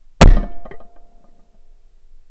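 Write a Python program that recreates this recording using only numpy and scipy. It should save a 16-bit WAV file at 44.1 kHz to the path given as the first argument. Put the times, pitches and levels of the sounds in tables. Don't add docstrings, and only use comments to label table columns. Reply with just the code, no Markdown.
import sys
import numpy as np
from scipy import signal
from scipy.io import wavfile

SR = 44100
rng = np.random.default_rng(int(sys.argv[2]) if len(sys.argv) > 2 else 0)


def log_audio(samples):
    frames = np.atleast_2d(samples).T
    limited = np.clip(frames, -1, 1)
    pcm = np.round(limited * 32767).astype(np.int16)
    wavfile.write(sys.argv[1], SR, pcm)


N = 101429
T = np.arange(N) / SR

LOCK_S, SHOT_S = .2058, .2128
CRACK_DB, CRACK_RISE_S, CRACK_T60_S = 6, .00069, .035
BOOM_DB, BOOM_RISE_S, BOOM_HOLD_S, BOOM_T60_S = 15, .007, .012, .045
SWING_S, SWING_HZ, SWING_DB, SWING_T60_S = .2112, 31.5, 15, .37
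RECOIL_BUILD_S = .018
THUD_T60_S, BRIGHT_HZ = .075, 1800
CHATTER_DB, CHATTER_DECAY_S, RATTLE_DB, RATTLE_DECAY_S = -22.5, .007, -39, .024
REPORT_DB, ROLL_DB, ECHO_DB = -12, -47, -62
AIR_DB, RUSH_ABOVE_AIR_DB = -42, 6
CLIP_LEVEL, CUTOFF_HZ = .72, 8050

# (frequency [Hz], relative density [dB])
CRACK_SPECTRUM = [(100, -14.5), (350, -7.5), (600, 1), (1200, -7), (2500, -11), (5000, -27.5),
                  (8000, -33.5)]
# (frequency [Hz], relative density [dB])
BOOM_SPECTRUM = [(40, -7), (170, 2), (300, -6.5), (600, -9.5), (1200, -20), (2500, -29.5), (5000, -37),
                 (8000, -42.5)]
# (start [s], frequency [Hz], relative level [dB], T60 [s])
RECOIL_SWINGS = [(.226, 56, 2, 0.32), (.47, 2.341, -15, 1.55)]
# (frequency [Hz], level [dB], T60 [s])
RING_AND_JANGLE = [(392, -61, 7), (458, -55, 4.6), (587, -54, 2.0), (694.5, -33.5, 2.2), (1373, -59, 2.2),
                   (1766, -28, .58), (1890, -13, .27), (2223, -40, .78), (2982, -42, .42)]
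# (time [s], level [dB], brightness [dB], steel ring [dB], thud frequency [Hz], thud [dB])
HANDLING_KNOCKS = [(0.367, -20.5, 3, -8.5, 189.7, 4), (.371, -27, 4.5, -16, 620, 4),
                   (.381, -27, -13.5, -20.5, 194, 13), (0.406, -37.5, -4, -12, 200, 12.5),
                   (0.43, -25, 0, -27, 201, 6), (.433, -24.5, -6, -26, 579, 1.5),
                   (.455, -45.5, -6, -21, 198, 18), (.519, -56.5, 10, -38, 205, -13.5),
                   (0.6529, -28, -2, -22, 224, -3.5), (0.6582, -25.5, -5.5, -16, 639, -4),
                   (0.711, -26.5, -1, -4.5, 394, 0), (0.7135, -32, -5.5, 2.5, 150, -1),
                   (.739, -38.5, -9, 1.5, 450, 5), (0.802, -31, -2.5, -20, 541, -10),
                   (0.81, -36, -2.5, -37, 233, -4.5), (.85, -49.5, -2, -17, 210, 5.5),
                   (.961, -39.5, -2, -21, 320, -11.5), (1.205, -57, -22, -30, 201, 3),
                   (1.241, -41, -11.5, -40, 210, -4.5), (1.284, -56, -4, -8, 324, 4.5),
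                   (1.391, -43.5, -9, -33, 203, -5), (1.543, -48, -17, -41, 207, -2.5),
                   (1.975, -62, -12, -32, 197.4, -6)]
# (frequency [Hz], relative level [dB], T60 [s])
STOCK_MODES = [(320, -15, 0.033), (424, -14, 0.023), (550, -8, .04), (660, -9.5, 0.09), (730, -10.5, .04),
               (860, -13, .05), (1074, -13.5, 0.044), (1215, -13, 0.094), (1567, -16.5, .04),
               (2420, -23, .025), (3120, -20.5, 0.028), (3920, -25, 0.015), (5000, -33, .02)]
# (frequency [Hz], relative level [dB], T60 [s])
STEEL_MODES = [(1850, -7, .06), (1925, -10, .045), (2000, -8, .055)]
# (frequency [Hz], relative density [dB], T60 [s])
REPORT_SPECTRUM = [(60, -1.5, .35), (150, 3, .33), (260, -2.5, 0.69), (500, -5.5, .47), (850, -14.5, .47),
                   (1200, -14.5, 0.54), (2000, -17.5, 0.33), (4040, -25, .43), (6000, -25.5, 0.26),
                   (8000, -35, 0.15)]
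# (frequency [Hz], relative density [dB], T60 [s])
ROLL_SPECTRUM = [(60, -11, 1.7), (150, -13, 2.5), (210, -3, 2.0), (290, -6.5, 3.5), (450, -7.5, 2.2),
                 (620, -1, 3.8), (900, -9, 2.1), (2000, -17.5, 1.3), (4000, -27, 1.2), (8000, -44, 1.0)]
# (frequency [Hz], relative density [dB])
ECHO_SPECTRUM = [(100, -15), (150, -17), (205, 0), (295, -18), (600, -17), (1000, -27), (2000, -40)]
# (frequency [Hz], relative density [dB])
AIR_SPECTRUM = [(12, 3.5), (25, -9), (50, -33.5), (100, -46), (200, -47.5), (500, -53.5), (1500, -58.5),
                (4000, -61), (7000, -63), (9000, -69.5)]
# (frequency [Hz], relative density [dB])
RUSH_SPECTRUM = [(12, 3.5), (30, -5), (60, -19), (120, -42), (400, -71)]


def muzzle_blast():
    age, release = T - SHOT_S, SHOT_S + BOOM_HOLD_S
    crack_envelope = np.clip(age / CRACK_RISE_S, 0, 1) * dying(SHOT_S, CRACK_T60_S)
    boom_envelope = np.clip(age / BOOM_RISE_S, 0, 1) * ((T < release) + dying(release, BOOM_T60_S))
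    crack = from_db(CRACK_DB) * crack_envelope * noise(CRACK_SPECTRUM)
    boom = from_db(BOOM_DB) * boom_envelope * noise(BOOM_SPECTRUM)
    return crack + boom


def recoil():
    build = np.clip((T - SHOT_S) / RECOIL_BUILD_S, 0, 1) ** 2
    shake = damped_sine(SWING_S, SWING_HZ, SWING_DB, SWING_T60_S)
    shake += sum(damped_sine(*swing) for swing in RECOIL_SWINGS)
    kick = from_db(12 * swell(.26, width_s=.009))
    push = from_db(26) * swell(.2485, width_s=.008)
    suction = from_db(-12) * swell(.335, width_s=.043)
    return build * (kick * shake + push - suction)


def barrel_and_loose_parts():
    return sum(damped_sine(SHOT_S, *partial) for partial in RING_AND_JANGLE)


def lock_and_action():
    lock = knock(LOCK_S, db=-15, bright_db=-6.5, steel_db=-15, thud_hz=104, thud_db=-2.5)
    return lock + sum(knock(*row) for row in HANDLING_KNOCKS)


def knock(start, db, bright_db, steel_db, thud_hz, thud_db):
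    t = np.arange(SR // 4) / SR
    impulse = t == 0
    sound = from_db(thud_db) * resonator(impulse, thud_hz, THUD_T60_S)
    modes = [(hz, level + bright_db * min((hz / BRIGHT_HZ) ** 2, 2), t60)
             for hz, level, t60 in STOCK_MODES]
    modes += [(hz, level + steel_db, t60) for hz, level, t60 in STEEL_MODES]
    chatter = from_db(CHATTER_DB) * np.exp(-t / CHATTER_DECAY_S)
    rattle = from_db(RATTLE_DB) * np.exp(-t / RATTLE_DECAY_S)
    for k, (hz, level, t60) in enumerate(modes):
        force = impulse + (chatter + rattle) * rng.standard_normal(len(t))
        force /= np.linalg.norm(force)
        sound += (-1) ** k * from_db(level) * resonator(force, hz, t60)
    return from_db(db) * np.pad(sound, (int(start * SR), N))[:N]


def field():
    echo = from_db(ECHO_DB) * swell(1.258, width_s=.27) * noise(ECHO_SPECTRUM)
    report = from_db(REPORT_DB) * noise(REPORT_SPECTRUM, SHOT_S)
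    roll = from_db(ROLL_DB) * noise(ROLL_SPECTRUM, SHOT_S)
    return report + roll + echo


def air():
    steady = noise(AIR_SPECTRUM)
    rush = from_db(RUSH_ABOVE_AIR_DB) * swell(.68, width_s=.16) * noise(RUSH_SPECTRUM)
    return from_db(AIR_DB) * (steady + rush)


def noise(spectrum, start=None):
    hz, db, *t60 = np.transpose(spectrum)
    edges = 11 * 2 ** np.arange(0, 10.1, .5)
    white = rng.standard_normal((2, N + SR))
    total, power = 0, 0
    for k, (low, high) in enumerate(zip(edges, edges[1:])):
        log_centre = np.log(low * high) / 2
        band_pass = signal.butter(2, [low, high], "band", fs=SR, output="sos")
        band = signal.sosfilt(band_pass, white[k % 2])[SR:]
        band *= from_db(np.interp(log_centre, np.log(hz), db))
        power += band.var()
        if t60:
            band *= dying(start, np.interp(log_centre, np.log(hz), t60[0]))
        total += band
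    return total / np.sqrt(power)


def resonator(force, hz, t60):
    radius, angle = from_db(-60 / (t60 * SR)), 2 * np.pi * hz / SR
    return signal.lfilter([0, np.sin(angle)], [1, -2 * radius * np.cos(angle), radius ** 2], force + 1e-18)


def damped_sine(start, hz, db, t60):
    return from_db(db) * dying(start, t60) * np.sin(2 * np.pi * hz * (T - start))


def dying(start, t60):
    return (T >= start) * from_db(-60 * np.maximum(T - start, 0) / t60)


def swell(peak_s, width_s):
    return np.exp(-((T - peak_s) / width_s) ** 2)


def from_db(db):
    return 10 ** (np.asarray(db) / 20)


def scene():
    return (muzzle_blast() + recoil() + barrel_and_loose_parts() + field() + lock_and_action() + air())[None]


def record(dry):
    clipped = np.clip(dry, -CLIP_LEVEL, CLIP_LEVEL)
    low_pass = signal.firwin(111, CUTOFF_HZ, window=("kaiser", 8), fs=SR)
    return signal.fftconvolve(clipped, low_pass[None], mode="same")


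dry = scene()
out = record(dry)
log_audio(out)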